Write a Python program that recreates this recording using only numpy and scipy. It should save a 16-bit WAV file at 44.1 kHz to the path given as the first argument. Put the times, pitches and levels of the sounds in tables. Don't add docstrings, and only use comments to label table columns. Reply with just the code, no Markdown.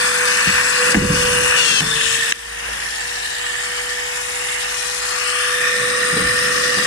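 import sys
import numpy as np
from scipy import signal
from scipy.fft import rfft, irfft, next_fast_len
from scipy.io import wavfile
from scipy.ndimage import uniform_filter1d, minimum_filter1d, map_coordinates

SR = 44100
rng = np.random.default_rng(int(sys.argv[2]) if len(sys.argv) > 2 else 0)


def wrap_up_sound(samples):
    columns = np.atleast_2d(samples).T
    tamed = np.clip(columns, -1, 1)
    steps = np.round(tamed * 32767).astype(np.int16)
    wavfile.write(sys.argv[1], SR, steps)


N = 302526
TIME = np.arange(N) / SR

FREE_HZ = 492.5
BITE_S, STALL_S = 1.56, 1.805
SPLIT_HZ = 3000

# time in seconds, level in dB.
JET_LEVEL = [(0, -21.5), (1.2, -20.5), (1.75, -22.5), (1.83, -23), (2.25, -22), (2.7, -31), (3.3, -27.5),
             (3.9, -28.5), (4.9, -26), (6.86, -22.5)]


def motor(angle):
    # time in seconds, left and right level in dB.
    whine_levels = [(0, -37, -30), (0.25, -34, -25), (0.45, -38, -35.5), (0.77, -34, -31),
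                    (0.8, -25, -19.5), (0.95, -36, -23.5), (1.4, -31, -21.5), (1.68, -42, -31),
                    (1.76, -50, -39), (1.95, -36.5, -35), (2.25, -38, -37.5), (2.45, -57, -37),
                    (2.6, -71, -41), (2.82, -64, -51), (3.03, -47, -44), (3.27, -57, -43.5),
                    (3.8, -39, -36), (4.6, -44, -36.5), (5.1, -38.5, -36.5), (5.8, -33.5, -25),
                    (6.86, -39, -25.5)]
    # multiple of the rotor speed, relative level in dB.
    free_orders = [(2, -27.5), (2.4, -27), (3, -20), (4, -19), (5, -23.5), (12, -23.5), (13.23, -27),
                   (15.65, -26), (18.08, -24), (20.92, -25.5), (21.63, -30), (29.02, -37)]
    ear_phase = np.array([[-1.9], [0]])
    tone = amp(.45 * wobble(20)) * np.sin(angle + ear_phase + .035 * wobble(30))
    sway_db = 1.1 * np.array([wobble(7), wobble(7)])
    whine = np.sqrt(2) * amp(curves(whine_levels) + sway_db) * tone
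    gears = (1 - sag() / FREE_HZ) ** 16 * partials(angle, free_orders, flicker_db=3.5, smear=0.6)
    return whine + amp(curves(JET_LEVEL)[0]) * gears * amp([[5], [-4]])


def sag(slowing_hz_per_s=205, recover_s=.78):
    lost_hz = slowing_hz_per_s * (np.clip(TIME, BITE_S, STALL_S) - BITE_S)
    return lost_hz * np.exp(-np.maximum(TIME - STALL_S, 0) / recover_s)


def exhaust():
    dip_db = -6 * stroke(0.931, 1.03, attack_s=.005, release_s=0.091)
    return amp(dip_db) * (gap(roar() + hiss()) + muffler())


def roar():
    # frequency in Hz, left and right level in dB.
    first = [(660, -12.5, -19.5), (860, -4.5, -4.5), (935, -4, -1), (1140, -2.5, -5.5), (1310, -9, -8.5),
             (1510, -2, -3.5), (1717, 0, -4), (1980, -6, -2.5), (2130, -4.5, -10), (2460, 2.5, 0.5),
             (2620, 3, 3), (2870, -1.5, -2), (3160, -17, -19.5)]
    back = [(620, -10.5, -12), (744, -2, -1.5), (980, -2, -0.5), (1110, -12, -11.5), (1250, -16, -8),
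            (1460, -17, -10.5), (1640, -15, -3), (1890, -23, 0), (2200, -8, 0), (2440, -0.5, 1),
            (2730, 5.5, -4), (2920, -2, -1), (3130, -13, -22)]
    second = [(700, -6.5, -8), (860, -19, -18), (997, -13.5, -12.5), (1163, 2.5, 0), (1300, -4.5, -10.5),
              (1450, -1, -3.5), (1510, -7.5, -19), (1655, -1, -7), (1950, -1, -4), (2020, -8, -10),
              (2430, -3, -15), (2570, -11.5, -18), (2790, -3, -8), (3170, -10.5, -6)]
    image = EXHAUST_IMAGE
    air = at_place(*[amp(db) * rush(colour, image, low_hz=705, high_hz=SPLIT_HZ)
                     for colour, db in [(first, -16), (back, -25), (second, -20.5)]])
    sputter = unit(amp(0.4 * wobble(7) + 0.7 * wobble(35) + 0.5 * wobble(160)))
    flow = amp(-0.12 * sag())
    return flow * sputter * air


def hiss():
    # frequency in Hz, left and right level in dB.
    first = [(3100, -14, -20), (3530, 1, -3), (3920, -5, -14), (4250, 0.5, -4), (4700, -1.5, -11),
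             (4970, -2, -10), (5420, 2, -6), (5720, -1, -10), (6340, 0, -15), (7000, -3, -19),
             (7890, 4, -7.5), (8080, -5.5, -18), (9050, 1, -8), (9970, -3.5, -15), (11200, -11, -30),
             (12380, -16, -34), (15000, -23, -35)]
    back = [(3140, -4, -32), (3600, 1, -9), (4100, -1.5, -14), (4900, -1, -7.5), (5370, -0.5, -12),
            (5660, 0.5, -15), (5970, -4.5, -6.5), (6760, -1, -14), (7650, 0.5, -10), (8200, -4, -18),
            (9480, 0, -8), (9840, -4, -23), (10470, -9.5, -26), (12700, -16, -28), (15300, -27, -36)]
    second = [(3120, -14, 0), (3430, -3, -29), (3840, -3, 1), (4100, 3, -8), (4500, 0, -17), (4700, 4, -15),
              (5200, 3.5, -6), (5400, 0, -11), (5500, -1.5, -13), (5800, 5, -8), (6100, -1, -15),
              (6740, -4.5, -21), (7350, -10, -4), (8200, -1, -26), (8850, -2.5, -28), (9400, -5.5, -32),
              (10500, -11, -31), (12600, -14, -36), (15000, -30, -42)]
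    # start and end in seconds, first and last centre in Hz, width in Hz, lift in dB.
    sweeps = [(0.25, 0.38, 4900, 5400, 1300, 4), (0.698, 0.836, 4400, 4400, 700, 5.5),
              (0.723, 0.99, 8000, 9100, 600, 2), (1.11, 1.227, 5200, 5200, 900, 4.5),
              (1.199, 1.62, 9500, 9400, 650, 3.5), (1.82, 2.1, 3500, 3650, 380, 7),
              (1.94, 2.2, 8700, 7400, 1400, 5.5), (4.095, 4.85, 9600, 10600, 654, 7.5),
              (4.7, 5.2, 10700, 12100, 700, 3), (4.65, 5.25, 5200, 7700, 1500, 3),
              (5.154, 5.702, 7140, 11800, 1200, 6.5), (5.448, 6.86, 8900, 8650, 550, 9)]
    air = at_place(*[rush(colour, EXHAUST_IMAGE, low_hz=SPLIT_HZ) for colour in (first, back, second)])
    hz, t, spectrum = signal.stft(air, SR, nperseg=512)
    lobes_db = 0
    for start, end, from_hz, to_hz, width_hz, lift_db in sweeps:
        progress = np.clip((t - start) / (end - start), 0, 1)
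        offset_hz = hz[:, None] - from_hz - progress * (to_hz - from_hz)
        lobes_db += lift_db * np.sin(np.pi * progress) * np.exp(-(offset_hz / width_hz) ** 2)
    eddies = uniform_filter1d(rng.standard_normal(spectrum.shape[1:]), size=24, axis=0)
    eddies_db = 1.25 * unit(uniform_filter1d(eddies, size=2, axis=1))
    jet = signal.istft(spectrum * amp(lobes_db + eddies_db), SR, nperseg=512)[1][:, :N]
    flutter = amp(.6 * wobble(35) + .9 * wobble(300))
    return amp(curves(JET_LEVEL)[0]) * unit(jet * flutter)


def muffler(puffs_per_s=1200, width_hz=100):
    # time in seconds, level on the right in dB, resonance in Hz.
    ringing = [(0, -24.5, 1730), (0.6, -23, 1780), (1.4, -33, 1670), (1.9, -25.5, 1780),
               (2.25, -20.5, 1790), (2.7, -34, 1820), (2.8, -27, 1810), (3.15, -28, 1766),
               (3.55, -25.5, 1800), (3.77, -32.5, 1800), (3.95, -26, 1780), (4.2, -32.5, 1840),
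               (5.05, -30.5, 1810), (5.25, -43, 1760), (5.42, -23, 1740), (5.7, -18.5, 1820),
               (5.95, -20, 1821), (6.86, -18.5, 1825)]
    level_db, hz = curves(ringing)
    puffs = (rng.random(N) < puffs_per_s / SR) * rng.standard_normal(N)
    stray = (rng.random((2, N)) < puffs_per_s / SR) * rng.standard_normal((2, N))
    carrier = np.exp(2j * np.pi * np.cumsum(hz) / SR)
    pole = np.exp(-np.pi * width_hz / SR)
    ring = (carrier * signal.lfilter([1], [1, -pole], (puffs + .7 * stray) / carrier)).real
    ring = unit(filtered(ring, lambda f: band(f, 1590, 2100)))
    sputter = unit(amp(wobble(60)))
    return amp(level_db) * sputter * ring * amp([[-11], [0]])


def gap(air):
    # time in seconds, resonance in Hz, lift in dB.
    resonance = [(0.1, 2690, -10), (0.57, 2660, -6), (0.9, 2573, -7), (4, 2633, -7.5), (4.4, 2560, -4.5),
                 (5.1, 2640, -6.5), (5.3, 3050, 6.5), (5.7, 3690, 3.5), (6.86, 3950, 1)]
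    hz, t, spectrum = signal.stft(air, SR, nperseg=512)
    times, gap_hz, lift_db = np.transpose(resonance)
    ratio = hz[:, None] / np.interp(t, times, gap_hz)
    shape = np.exp(-((ratio - 1) / 0.11) ** 2) - np.exp(-((ratio - 1.2) / 0.078) ** 2)
    ripple = uniform_filter1d(rng.standard_normal(spectrum.shape), size=3, axis=1)
    slow_ripple = unit(uniform_filter1d(ripple, size=55, axis=2))
    hollows_db = 2.7 * slow_ripple * band(hz, 1900, 16000, order=2)[:, None]
    colour_db = np.interp(t, times, lift_db) * shape + hollows_db
    return signal.istft(spectrum * amp(colour_db), SR, nperseg=512)[1][:, :N]


def cut(angle):
    # multiple of the rotor speed, relative left and right level in dB, growth over the bite in dB.
    load_orders = [(4.4, -14, -12, 6), (5.87, 1, -10, -8), (7, -4, -11, 14), (7.33, -10, -16, -5),
                   (9.2, -10, -18, 5), (11, -13, -22, 8), (12.1, -12, -20, 8), (14, -7, -20, 5),
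                   (21, -15, -26, 0)]
    # start and end in seconds, level in dB.
    scrapes = [(1.524, 1.758, -28.5), (1.943, 2.109, -22)]
    # frequency in Hz, level in dB.
    grind_colour = [(2500, 1), (4200, 9), (6000, 4), (9000, 4.5), (11500, -37)]
    scrape_colour = [(1800, -27), (2600, 7.5), (3100, 7.5), (3650, 1), (4300, -15), (6500, -7),
                     (10000, -35)]
    bite = stroke(BITE_S, STALL_S, attack_s=0.01, release_s=0.003)
    depth = curves([(BITE_S, -.5), (STALL_S, .5)])[0]
    rub = sum(amp(db) * stroke(start, end, attack_s=0.01, release_s=0.2) for start, end, db in scrapes)
    judder = .07 * wobble(300)
    lines = sum(amp(growth_db * depth) * partials(angle + judder, [order], flicker_db=1.2, smear=.4)
                for *order, growth_db in load_orders)
    squeal = amp(-19 + 1.3 * wobble(150)) * lines
    rasp = unit(amp(3 * wobble(450)))
    grind = amp(-21.5) * rasp * rush(grind_colour, [(3000, 0.18)], low_hz=2400)
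    scrape = rub * amp(1.7 * wobble(90)) * rush(scrape_colour, [(3000, 0.13)])
    return bite * squeal + (bite * grind + scrape) * amp([[1], [-8]])


def snaps(attack_s=0.00027, choke_s=0.00019):
    # start in seconds, level in dB, length in seconds, mode cutoff in Hz.
    contacts = [(0.9435, -7.5, .003, 2500), (0.9478, -13.5, .007, 2600), (1.805, -13, .003, 9000),
                (2.01, -14, .005, 4000), (2.3213, 2.5, .0038, 9000)]
    # frequency in Hz, relative level in dB.
    bit_modes = [(1150, -11), (1730, -2), (2080, -6), (2500, -4), (2780, -2), (3140, -9), (3820, -9),
                 (5600, -13), (6020, -10), (6250, -9), (7800, -18)]
    t = np.arange(SR // 10) / SR
    out = np.zeros(N + len(t))
    for start, db, length, top_hz in contacts:
        ring = sum(amp(mode_db) * band(hz, 0, top_hz) * np.sin(2 * np.pi * (hz * t + rng.random()))
                   for hz, mode_db in bit_modes)
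        crack = .3 * uniform_filter1d(rng.standard_normal(len(t)), size=3)
        envelope = stroke(0, length, attack_s, choke_s, t)
        out[round(start * SR):][:len(t)] += amp(db) * envelope * unit(ring + crack)
    return out[:N] * amp([[0], [-.5]])


def sheet():
    # start in seconds, level in dB, ring time (t60) in seconds,
    # main mode in Hz, clank against the bump in dB.
    bumps = [(0.472, -16.5, 0.15, 189, -28), (0.944, -7, 0.073, 303, -10), (0.956, -10, 0.06, 300, -14),
             (0.968, -5.5, 0.11, 193, -18), (1.018, -13, 0.15, 168, -25), (1.044, -11.5, 0.11, 168, -25),
             (1.1, -15.5, 0.35, 163.7, -43), (1.207, -24, 0.16, 143, -28), (1.702, -32, 0.36, 209, -25),
             (1.803, -22.5, 0.44, 157, -6.5), (2.18, -33, 0.17, 103, -25), (2.369, -37, 0.1, 332, -6),
             (5.798, -37, 0.55, 123, -29), (6.125, -24.5, 0.35, 160.6, -14), (6.165, -15.5, 0.14, 466, -15),
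             (6.199, -23, 0.3, 181, -18), (6.77, -24, 0.32, 202, -6)]
    # frequency in Hz, level in dB.
    boom_colour = [(40, -41), (85, -9), (120, -6.5), (167, -2), (210, -1), (270, -3.5), (320, -6.5),
                   (400, -7), (550, 4.5), (700, -36), (1500, -55)]
    image = [(200, 0.97), (330, 0.65), (500, 0.15)]

    def blows(life, rise_s):
        return np.sqrt(sum((amp(db) * decay(s, t60 * life, rise_s)) ** 2 for s, db, t60, *_ in bumps))

    thuds = sum(amp(db) * decay(s, t60, rise_s=.005) * np.sin(2 * np.pi * hz * (TIME - s))
                for s, db, t60, hz, _ in bumps)
    clank_level = sum(amp(db + clank_db) * decay(s, t60 * .48) for s, db, t60, _, clank_db in bumps)
    clank = clank_level * rush([(300, -7), (550, -7), (800, 13), (1500, -24)], image, low_hz=260)
    flex_level = amp(-1.5) * blows(life=4.6, rise_s=0.095) ** 1.316
    flex = flex_level * rush([(25, -16), (60, -8.5), (100, -8.5), (150, -8)], [(100, 0.98)], high_hz=170)
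    boom = amp(-3) * blows(life=0.92, rise_s=.0022) * rush(boom_colour, image, high_hz=360)
    rumble = shaking() * rush(boom_colour, image)
    return thuds + boom + rumble + clank + flex


def shaking(seated_s=5.46, settle_s=0.4):
    seated = 1 - np.exp(-np.maximum(TIME - seated_s, 0) / settle_s)
    leaning = amp(-36) * stroke(0.806, 1.4, attack_s=0.019, release_s=0.11)
    return at_place(first=amp(-39.5), back=amp(-60), second=amp(-32.5) * seated) + leaning


def room(hum_hz=56):
    # frequency in Hz, level in dB.
    rumble_colour = [(25, -17), (42, -2), (56, -24), (72, -7.5), (130, -7), (250, -11.5), (400, -8.5),
                     (650, -7.5), (2000, -29)]
    floor = rush([(300, -10), (420, -8), (540, 0)], [(500, 0.92)], low_hz=280, high_hz=577)
    knock = amp(-33) * decay(2.683, t60=.12) * floor
    hum_level = amp(-51.5) + amp(-32.5) * decay(2.37, t60=1.46, rise_s=0.083)
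    hum = unit(amp(2.2 * wobble(18)) * np.sin(2 * np.pi * hum_hz * TIME + .6 * wobble(8)))
    return knock + hum_level * hum + amp(-45) * rush(rumble_colour, [(150, 0.99), (500, 0.045)])


def at_place(first, back, second):
    # time in seconds, share from 0 to 1.
    first_share = [(0, 1), (1.55, 0.9), (1.9, 1), (2.2, 0.28), (2.45, 0.13), (3, 0)]
    second_share = [(3.3, 0), (3.6, 0.066), (4, 0.024), (5.05, 0.063), (5.45, 0.62)]
    at_first, at_second = curves(first_share)[0], curves(second_share)[0]
    away = np.clip(1 - at_first - at_second, 0, 1)
    return np.sqrt(at_first) * first + np.sqrt(away) * back + np.sqrt(at_second) * second


def limiter(x, ceiling_db=1.5, look_ahead_s=0.0055, hold_s=0.046, release_db_per_s=32.5):
    over_db = np.maximum(20 * np.log10(np.abs(x).max(axis=0) + 1e-9) - ceiling_db, 0)
    ahead, hold = int(look_ahead_s * SR) + 1, int(hold_s * SR) + 1
    held_db = minimum_filter1d(-np.pad(over_db, (0, ahead))[ahead:], hold, origin=(hold - 1) // 2)
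    climb_db = release_db_per_s * TIME
    gain_db = np.minimum.accumulate(held_db - climb_db) + climb_db
    return x * amp(uniform_filter1d(gain_db, ahead // 2 + 1))


def partials(angle, orders, flicker_db, smear):
    def line(order):
        flicker = amp(flicker_db * wobble(5))
        return flicker * np.sin(order * angle + 2 * np.pi * rng.random() + smear * wobble(45))
    return np.sqrt(2) * sum(amp(db)[:, None] * np.array([line(k), line(k)]) for k, *db in orders)


def rush(colour, image, low_hz=12, high_hz=16000):
    def ears(hz):
        coherence, *lead = along(image, hz)
        turn = np.arccos(np.clip(coherence, -1, 1)) / 2
        right = np.exp(1j * sum(lead))
        mix = np.array([[np.cos(turn), np.sin(turn)], [right * np.cos(turn), -right * np.sin(turn)]])
        return mix * (amp(along(colour, hz)) * band(hz, low_hz, high_hz))[:, None]
    return unit(filtered(rng.standard_normal((2, N)), ears).sum(axis=1))


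def stroke(start, end, attack_s, release_s, t=TIME):
    return (1 - np.exp(-np.maximum(t - start, 0) / attack_s)) * np.exp(-np.maximum(t - end, 0) / release_s)


def decay(start, t60, rise_s=0.0015):
    age = np.maximum(TIME - start, 0)
    return (1 - np.exp(-age / rise_s)) * np.exp(-np.log(1000) * age / t60)


def wobble(rate):
    return map_coordinates(rng.standard_normal(int(N * rate / SR) + 4), [TIME * rate])


def curves(rows):
    times, *columns = np.transpose(rows)
    return np.array([np.interp(TIME, times, c) for c in columns])


def along(rows, hz):
    knots_hz, *columns = np.transpose(rows)
    return np.array([np.interp(np.log(hz + 1), np.log(knots_hz + 1), c) for c in columns])


def filtered(x, response):
    size = next_fast_len(N + 8192)
    return irfft(rfft(x, size) * response(np.fft.rfftfreq(size, 1 / SR)), size)[..., :N]


def band(hz, low_hz, high_hz, order=8):
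    return 1 / np.sqrt((1 + (low_hz / (hz + 1)) ** (2 * order)) * (1 + (hz / high_hz) ** (2 * order)))


def amp(db):
    return 10 ** (np.asarray(db) / 20)


def unit(x):
    return x / np.sqrt(np.mean(x ** 2) + 1e-20)


def scene():
    angle = 2 * np.pi * np.cumsum(FREE_HZ - sag() + 0.31 * wobble(9)) / SR
    left, right = exhaust() + motor(angle) + cut(angle) + snaps()
    lag_samples = 26
    return np.array([left, np.pad(right, (lag_samples, 0))[:N]]) + sheet() + room()


def record(dry):
    return filtered(limiter(dry), lambda hz: hz < 15300)


EXHAUST_IMAGE = [(625, 1, -0.67), (763, 0.94, 0.26), (983, 0.92, 0.19), (1135, 1, -0.68), (1290, 1, -0.67),
                 (1460, 1, -1.4), (1670, 1, -0.66), (1840, 0.98, 0.069), (1950, 0.93, -1.23),
                 (2210, 0.84, -0.99), (2440, 0.86, -0.0036), (2720, 0.4, 0.71), (3230, 0.42, 1.24),
                 (5400, 0.2, -0.08), (7500, 0.058, 0.43)]

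dry = scene()
out = record(dry)
wrap_up_sound(out)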